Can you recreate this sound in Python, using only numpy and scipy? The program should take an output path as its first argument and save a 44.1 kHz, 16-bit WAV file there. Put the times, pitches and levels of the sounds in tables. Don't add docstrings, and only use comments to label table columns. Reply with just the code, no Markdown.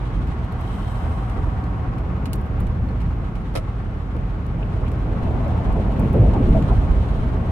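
import sys
import numpy as np
from scipy import signal
from scipy.fft import rfft, irfft, next_fast_len
from scipy.io import wavfile
from scipy.ndimage import uniform_filter1d

SR = 44100
rng = np.random.default_rng(int(sys.argv[2]) if len(sys.argv) > 2 else 0)


def persist_wave(psi):
    counts = np.round(np.clip(psi, -1, 1) * 32767).astype(np.int16)
    wavfile.write(sys.argv[1], SR, np.atleast_2d(counts).T)


N = 331191
TIME = np.arange(N) / SR


def gain_of(db):
    return 10 ** (np.asarray(db) / 20)


def unit_rms(x):
    return x / np.sqrt(np.mean(x ** 2) + 1e-20)


def at_hz(points, hz):
    f, value = np.transpose(points)
    return np.interp(np.log(hz + 1), np.log(f + 1), value)


def envelope(table, column):
    rows = np.array(table)
    return gain_of(np.interp(TIME, rows[:, 0], rows[:, column]))


def add(mix, start_s, sound):
    part = mix[:, round(start_s * SR):][:, :sound.shape[1]]
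    part += sound[:, :part.shape[1]]


def noise():
    return rng.standard_normal((2, N))


def wander(fastest_hz):
    size = next_fast_len(N)
    hz = np.fft.rfftfreq(size, 1 / SR)
    spectrum = rfft(rng.standard_normal(size)) * (hz > 1) / (1 + (hz / fastest_hz) ** 4)
    return unit_rms(irfft(spectrum, size)[:N])


def ripple(hz, spacing_hz, depth_db):
    heights = rng.standard_normal(2048)
    comb = np.interp(hz / spacing_hz, np.arange(len(heights)), heights)
    return depth_db * comb * np.clip(hz / 1200, 0, 1)


# frequency in Hz, width in Hz, lift in dB.
CABIN_MODES = [(115.4, 24, 5.5), (175.3, 24, 5.5), (201.8, 4.4, 6), (256, 19, 1.5), (643, 36, 5),
               (728, 50, 3), (970, 30, 0), (1096, 50, 4.5)]
# frequency in Hz, correlation.
CORRELATION = [(40, 0.96), (200, 0.99), (280, 0.87), (470, 0.9), (570, 0.39), (660, 0.5), (880, 0.54),
               (1000, 0.36), (1100, 0.079), (1400, 0.17), (1750, -0.3), (2500, 0.57), (3400, -0.22),
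               (5000, -0.013)]
# frequency in Hz, left minus right in dB.
BALANCE = [(30, -4), (65, -0.5), (95, -1.5), (140, 0.5), (500, 0), (770, 2), (1200, 1), (3000, -1),
           (12000, -1)]


def in_cabin(drive, spectrum):
    size = next_fast_len(N)
    hz = np.fft.rfftfreq(size, 1 / SR)
    reflections = gain_of([ripple(hz, spacing_hz=45, depth_db=1.2) for _ in drive])
    common, apart = rfft(drive, size) * reflections
    correlation = at_hz(CORRELATION, hz)
    mid, side = common * np.sqrt(1 + correlation), apart * np.sqrt(1 - correlation)
    lean = gain_of(at_hz(BALANCE, hz) / 2)
    stereo = np.array([(mid + side) * lean, (mid - side) / lean])
    ring_db = sum(db / (1 + (2 * (hz - f) / width) ** 2) for f, width, db in CABIN_MODES)
    return unit_rms(irfft(stereo * gain_of(at_hz(spectrum, hz) + ring_db), size)[:, :N])


def steadied(x, span_s, share):
    span = int(span_s * SR)
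    power = uniform_filter1d(uniform_filter1d((x ** 2).mean(0), span), span)
    return unit_rms(x / (np.abs(power) + 1e-9) ** (share / 2))


# time in seconds, coarseness in dB.
COARSENESS = [(0, 0), (.7, -1.5), (1.6, .5), (2.5, 1.5), (3.3, -1.5), (4.4, -1.5), (4.8, 3.5), (5.35, 4),
              (6.08, 6.5), (6.2, 8), (6.58, 9), (6.8, 4), (7.5, 4)]
# start in seconds, then peak shake, drum and roar, each in dB.
DECK_BUMPS = [(.13, -23, -27.5, -53), (1.02, -24, -50, -36), (1.36, -22.5, -33, -34.5),
              (2.57, -24, -29, -41), (2.77, -22.5, -27.5, -54), (3, -22, -26, -54),
              (4.14, -25.5, -43, -33.5), (4.54, -41, -28.5, -40), (5.26, -29, -27, -30),
              (5.65, -19.5, -33, -31.5), (5.99, -30, -20.5, -26), (6.135, -25, -24, -24.5),
              (6.48, -35, -20.5, -32), (6.7, -15, -24, -46), (6.869, -15, -37, -45),
              (7.19, -24, -26.5, -50)]


def deck_gain(asphalt_db, exponent, rise_s, bump_column):
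    steady = gain_of(asphalt_db) * envelope(COARSENESS, column=1) ** exponent
    t = np.arange(SR) / SR
    swell = (t / rise_s * np.exp(1 - t / rise_s)) ** 0.6
    bump_power = np.zeros((1, N))
    for row in DECK_BUMPS:
        add(bump_power, row[0], (gain_of(row[bump_column]) * swell[None]) ** 2)
    return np.sqrt(steady ** 2 + bump_power)


# frequency in Hz, relative density in dB.
SHAKE_SPECTRUM = [(12, -28.5), (24, -15), (33, -7.5), (41, 2), (53, 6.5), (64, -7), (76, 4.5), (92, -12.5),
                  (130, -31), (300, -90.5)]
DRUM_SPECTRUM = [(55, -48.5), (90, 0), (115, 1), (150, -4), (200, -8), (260, -10.5), (340, -19), (700, -67)]
ROAR_SPECTRUM = [(150, -2.5), (205, 3), (280, 3.5), (340, 2), (450, 1), (570, -2.5), (720, -11.5),
                 (900, -11), (1300, -32.5), (2500, -26.5), (6000, -63.5)]


def road():
    suspension_rise_s, tread_rise_s = 0.051, 0.02
    shake = steadied(in_cabin(noise(), SHAKE_SPECTRUM), span_s=.09, share=.85)
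    shake *= deck_gain(asphalt_db=-25.5, exponent=0.72, rise_s=suspension_rise_s, bump_column=1)
    drum = steadied(in_cabin(noise(), DRUM_SPECTRUM), span_s=.06, share=.55)
    drum *= deck_gain(asphalt_db=-28, exponent=0.7, rise_s=suspension_rise_s, bump_column=2)
    grit = noise() * gain_of(0.56 * wander(fastest_hz=35))
    roar = steadied(in_cabin(grit, ROAR_SPECTRUM), span_s=.04, share=.4)
    roar *= deck_gain(asphalt_db=-37, exponent=1.2, rise_s=tread_rise_s, bump_column=3)
    return shake + drum + roar


# frequency in Hz, relative density in dB.
WORN_SPECTRUM = [(150, -28.5), (245, 8.5), (340, -7), (520, -6.5), (720, 1.5), (880, -1.5), (1100, -8.5),
                 (1600, -31), (4000, -63.5)]
# start in seconds, end in seconds, level in dB.
WORN_SPANS = [(5.144, 6.063, -33.5), (6.605, 7.8, -38)]


def worn_surface(fade_s=0.13):
    roar = in_cabin(noise() * gain_of(1.4 * wander(fastest_hz=22)), WORN_SPECTRUM)
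    return roar * sum(gain_of(db) * (np.tanh((TIME - start) / fade_s) - np.tanh((TIME - end) / fade_s))
                      for start, end, db in WORN_SPANS) / 2


# time in seconds, relative rush in dB, relative hiss in dB.
TRAFFIC_LEVELS = [(0, -43.5, -69.5), (1, -42, -74), (2.1, -43.5, -85), (3.5, -45.5, -73), (4.3, -45, -77),
                  (5.6, -41.5, -69), (6.1, -42, -70), (6.6, -41.5, -65), (7.5, -42.5, -69)]
# frequency in Hz, relative density in dB.
RUSH_SPECTRUM = [(300, -2), (600, -7.5), (780, 1), (950, 0.5), (1020, -4.5), (1110, 0), (1350, -3.5),
                 (1650, -6), (2300, -13.5), (3200, -20), (3600, -23.5), (4700, -29), (8000, -39.5),
                 (16000, -52.5)]
HISS_SPECTRUM = [(1500, -13), (3000, 17), (4000, 13), (4700, 4), (6000, 1.5), (7800, 0), (8600, 2),
                 (10000, -1.5), (11000, -15), (13500, -11), (15800, -22)]


def traffic():
    rush = in_cabin(noise(), RUSH_SPECTRUM) * envelope(TRAFFIC_LEVELS, column=1)
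    rush *= gain_of(5 + 0.92 * wander(fastest_hz=25))
    hiss = in_cabin(noise(), HISS_SPECTRUM) * envelope(TRAFFIC_LEVELS, column=2)
    hiss *= gain_of(11.5 + 2.2 * wander(fastest_hz=24))
    return rush + hiss


# frequency in Hz, relative density in dB.
HUM_SPECTRUM = [(450, -33.5), (660, -6.5), (760, 6), (860, -9), (945, 6.5), (1020, -5), (1100, 0.5),
                (1250, -5), (1600, -28), (3000, -54)]


def passing_car(nearest_s=1.32, nearest_db=-39, passing_s=0.5, db_per_decade=24):
    distance = np.hypot(1, (TIME - nearest_s) / passing_s)
    return in_cabin(noise(), HUM_SPECTRUM) * gain_of(nearest_db - db_per_decade * np.log10(distance))


def plastic(impacts, spectrum, modes, rise_share, cabin_db, cabin_t60, right_db):
    crack_db, crack_s = -8.5, 0.00017
    out, t = np.zeros((2, N)), np.arange(SR // 5) / SR
    hz = np.fft.rfftfreq(len(t), 1 / SR)
    spectrum_db = at_hz(spectrum, hz) + ripple(hz, spacing_hz=135.2, depth_db=2.5)
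    centre_hz = np.mean([mode[0] for mode in modes])
    pan_db = np.array([[-right_db], [right_db]]) / 2
    for start_s, db, tilt_db, snap_s, ring_db in impacts:
        rise_s = rise_share * snap_s
        attack = np.minimum(t / rise_s, 1)
        fade = np.exp(-np.maximum(t - rise_s, 0) / snap_s) + gain_of(cabin_db - 60 * t / cabin_t60)
        shape = gain_of(spectrum_db + tilt_db * np.log2(hz + 1))
        burst = unit_rms(irfft(rfft(rng.standard_normal((2, len(t)))) * shape, len(t)))
        crack = burst * gain_of(crack_db) * np.exp(-((t - rise_s) / crack_s) ** 2)
        ring = sum(gain_of(ring_db + mode_db + tilt_db * np.log2(f / centre_hz) - 60 * t / t60)
                   * np.sin(2 * np.pi * (f * t + rng.random((2, 1)))) for f, mode_db, t60 in modes)
        add(out, start_s, (crack + (burst * fade + ring) * attack) * gain_of(db + pan_db))
    return out


# start in seconds, level in dB, tilt in dB per octave,
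# snap decay time in seconds, ring relative to the snap in dB.
TRIM_IMPACTS = [(.2704, -51, -3, .006, -10), (.444, -55, 8, .004, -4), (.523, -50, 6, .003, -3),
                (.611, -51, 5, .003, -8), (.7284, -54, 1, .002, -8), (.878, -43, -4.5, 0.0044, -10),
                (.9544, -46, -4, .004, -8), (1.2965, -44, -4, .005, -12), (1.639, -47.5, -3.5, .004, -8),
                (1.9815, -48, -3, 0.0071, -12), (2.2552, -40.5, -1.5, .008, 3),
                (2.3312, -30.5, 4, 0.0039, -2), (2.354, -46.5, 7, 0.0062, -7), (2.41, -56, 6, .006, -6),
                (2.459, -61, 8, .007, -6), (2.6025, -44, 7, .0045, -7), (2.6675, -49.5, -2, .007, -10),
                (2.888, -44, -5, .004, -9), (3.003, -41.5, -4.5, 0.0078, -14), (3.012, -46, -4, 0.011, -14),
                (3.3525, -46, -4, 0.0087, -15), (3.4163, -58, 4, .002, -8), (4.1655, -50.5, -2, 0.0024, -8),
                (4.4655, -51, 1, .0015, -12), (4.881, -44, -4, 0.0046, -18),
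                (4.9165, -45.5, -2, 0.0033, -11), (5.2327, -51, -3, .003, -6), (5.48, -50, 0, .002, -8),
                (5.727, -50, 8, .0025, -8), (5.9945, -43.5, 6, 0.0051, -7), (6.1296, -43, 12, 0.0041, -7),
                (6.3095, -42.5, -5.5, .004, -14), (6.3357, -42, -4, 0.0036, -8),
                (6.488, -51, 0, 0.0028, -6), (6.6243, -41.5, -3, 0.002, -14)]
# frequency in Hz, relative density in dB.
TRIM_SPECTRUM = [(1000, -9), (1800, 1), (2700, 9.5), (3300, 4.5), (4300, -0.5), (5300, -1), (7000, -2.5),
                 (9000, -0.5), (11800, -1.5), (13600, -5), (16000, -7)]
# frequency in Hz, relative level in dB, time to fall 60 dB in seconds.
TRIM_MODES = [(2700, -13, .03), (3600, -14, .025), (4200, -4.5, 0.055), (4370, -5, 0.039),
              (4900, -10, .025), (6325, -12, .035), (7900, -16, 0.035), (9300, -15, .04), (10700, -18, .05),
              (12000, -14, .025), (13650, -19.5, .055), (14050, -23, .05)]


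def trim_ticks():
    return plastic(TRIM_IMPACTS, TRIM_SPECTRUM, TRIM_MODES,
                   rise_share=.25, cabin_db=-14, cabin_t60=.08, right_db=2.5)


# frequency in Hz, relative density in dB.
SWISH_SPECTRUM = [(1500, -10), (2700, 1.5), (3150, 15.5), (3450, 6), (3950, 9.5), (4500, -8), (5100, 0.5),
                  (6500, -3.5), (8000, 0.5), (8550, 4), (10000, -4), (11000, -8.5), (13500, -5),
                  (15800, -17.5)]
# frequency in Hz, width in Hz, relative level in dB.
RASP_RESONANCES = [(3120, 220, 7), (3750, 180, -4), (4180, 260, -11)]


def brush(start_s=0.54, rise_s=0.3, swish_db=-55):
    drag_from_s, drag_to_s, rasp_db, slips_per_s = .595, .9, -57, 260
    progress = np.maximum(TIME - start_s, 0) / rise_s
    swish = in_cabin(noise(), SWISH_SPECTRUM) * progress * np.exp(1 - progress)
    swish *= gain_of(swish_db + .7 * wander(fastest_hz=20))
    t = np.arange(SR // 50) / SR
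    ring = sum(gain_of(db) * np.exp(-np.pi * width * t) * np.sin(2 * np.pi * hz * t)
               for hz, width, db in RASP_RESONANCES)
    slips = noise() * (rng.random(N) < slips_per_s / SR)
    rasp = unit_rms(signal.oaconvolve(slips, ring[None], axes=1)[:, :N])
    drag = uniform_filter1d(((TIME > drag_from_s) & (TIME < drag_to_s)) * 1., size=600)
    return swish + gain_of(rasp_db) * drag * rasp


# start in seconds, level in dB.
METAL_BOUNCES = [(2.2552, -62), (2.3545, -61), (2.41, -62), (2.459, -67), (2.509, -67)]
# frequency in Hz, relative level in dB, time to fall 60 dB in seconds.
METAL_MODES = [(8300, -4, .045), (9450, -6, .04), (10620, -2, .07), (10830, -5, .05), (12000, -6, .035),
               (13620, -5, .07), (13790, -3, .09), (14030, -6, .07)]


def metal_chinks():
    out, t = np.zeros((2, N)), np.arange(SR // 5) / SR
    for start_s, db in METAL_BOUNCES:
        for hz, mode_db, t60 in METAL_MODES:
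            partial = np.sin(2 * np.pi * (hz * t + rng.random((2, 1))))
            add(out, start_s, gain_of(db + mode_db - 60 * t / t60) * partial)
    return out


# start in seconds,
# relative level in dB, ring frequency in Hz, ring width in Hz, contact time in seconds.
TYRE_BLOWS = [(2.56, -25, 32.2, 14, 0.12), (3.0, -29, 31.8, 22, 0.091), (4.16, -39, 450, 240, 0.026),
              (4.595, -41, 646, 560, .05), (4.825, -38.5, 1030, 260, 0.03), (5.045, -37.5, 595, 330, 0.11),
              (5.159, -39, 1070, 180, .025), (5.2, -24, 31, 14, 0.078), (5.454, -29, 560, 78, 0.033),
              (5.756, -28.5, 477, 140, 0.061), (5.975, -21, 220, 120, 0.025), (6.003, -33, 950, 220, 0.015),
              (6.134, -19.5, 380, 490, 0.071), (6.175, -10.5, 110.5, 14.6, 0.062),
              (6.19, -26, 560, 150, 0.1), (6.2, -22.5, 215, 130, 0.071), (6.24, -11.5, 58, 20, 0.066),
              (6.27, -23, 200, 38, 0.082), (6.303, -32, 750, 460, 0.013), (6.31, -29, 402, 540, 0.23),
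              (6.322, -28, 850, 110, 0.071), (6.346, -19.5, 220, 110, 0.059),
              (6.385, -21.5, 272, 130, 0.047), (6.399, -15, 30.7, 9.1, 0.18),
              (6.46, -20.5, 240, 100, 0.049), (6.466, -18, 50, 29, 0.077), (6.495, -18, 138, 39, 0.018),
              (6.5, -22, 202, 59, 0.14), (6.53, -23, 617, 51, 0.069), (6.556, -31, 453, 120, 0.042),
              (6.605, -21, 159, 73, 0.056), (6.684, -27, 850, 390, 0.007), (6.69, -33, 1050, 200, 0.032),
              (6.704, -26.5, 680, 45, 0.03), (6.712, -26, 230, 120, 0.028), (6.769, -26, 185, 53, 0.027),
              (6.83, -37, 742, 360, 0.0064), (7.151, -17, 31, 17, 0.09)]


def joint_blows(evenness=.8, side_per_hz=0.00066):
    out, t = np.zeros((2, N)), np.arange(SR // 3) / SR
    f = np.fft.fftfreq(len(t), 1 / SR)
    for start_s, db, hz, width_hz, contact_s in TYRE_BLOWS:
        press = np.sin(np.pi * np.minimum(t / contact_s, 1))
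        energy = signal.lfilter([1], [1, -np.exp(-2 * np.pi * width_hz / SR)], press ** 2)
        mode = (f > 0) / (1 + 2j * (f - hz) / width_hz)
        mode /= np.sqrt(1 + ((f - hz) / (hz / 2)) ** 4)
        ring = np.fft.ifft(np.fft.fft(rng.standard_normal((2, len(t)))) * mode)
        power = uniform_filter1d(abs(ring) ** 2, size=300, axis=1)
        mid, apart = map(unit_rms, ring.real / power ** (evenness / 2) * np.sqrt(energy))
        side = apart * side_per_hz * hz
        add(out, start_s, gain_of(db) * np.sqrt(contact_s / t[-1]) * np.array([mid + side, mid - side]))
    return gain_of(-3.5) * out


# start in seconds, level in dB, tilt in dB per octave,
# snap decay time in seconds, ring relative to the snap in dB.
PART_IMPACTS = [(3.5405, -45, 1, 0.0032, -8), (3.5528, -26, 1, 0.0044, -7),
                (3.5575, -21.5, -0.5, 0.0052, -6), (3.563, -26, 0.5, 0.0037, -9),
                (3.5705, -27, 0, 0.01, -2), (3.583, -35, -3, 0.0044, -7)]
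# frequency in Hz, relative density in dB.
PART_SPECTRUM = [(150, 0), (320, 8), (450, 9), (600, 20), (700, 9), (800, -7), (950, 6), (1300, -1),
                 (1600, -4), (2200, -1), (3000, -3), (4000, -8), (5300, -7), (7500, -17), (9300, -11),
                 (12000, -17.5), (16000, -31)]
# frequency in Hz, relative level in dB, time to fall 60 dB in seconds.
PART_MODES = [(319, 1.5, 0.1), (440, -6, .07), (530, -2, 0.07), (638, 3, 0.087), (700, -6, .05),
              (950, -3, 0.032), (1305, -3.5, 0.081), (1780, -15, .04), (2070, -12, 0.044),
              (3220, -6.5, .035), (4270, -12, .035), (9450, -18, .025)]


def loose_part_clack():
    return plastic(PART_IMPACTS, PART_SPECTRUM, PART_MODES,
                   rise_share=.22, cabin_db=-15, cabin_t60=.09, right_db=1.5)


# start in seconds, level in dB, pitch in Hz, length in seconds,
# unsteadiness as a share of the pitch.
CREAKS = [(4.624, -44, 2640, 0.014, 0.088), (4.858, -48.5, 2540, .03, 0.147)]


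def trim_creaks():
    out = np.zeros((2, N))
    for start_s, db, hz, length_s, unsteadiness in CREAKS:
        progress = np.linspace(0, 1, int(length_s * SR))
        jitter = unit_rms(uniform_filter1d(rng.standard_normal((2, SR // 5)), size=40))
        pitch_hz = hz * (1 + unsteadiness * (progress - .5 + jitter[:, :len(progress)]))
        tone = np.sin(2 * np.pi * np.cumsum(pitch_hz, axis=1) / SR)
        add(out, start_s, gain_of(db) * unit_rms(tone * np.sin(np.pi * progress)))
    return out


def scene():
    outside = road() + worn_surface() + traffic() + passing_car() + joint_blows()
    inside = loose_part_clack() + trim_ticks() + trim_creaks() + metal_chinks() + brush()
    return outside + inside


def record(dry):
    cutoff_hz = 15800
    low_pass = signal.firwin(511, cutoff_hz, window=("kaiser", 9), fs=SR)
    return signal.oaconvolve(dry, low_pass[None], "same")


dry = scene()
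out = record(dry)
persist_wave(out)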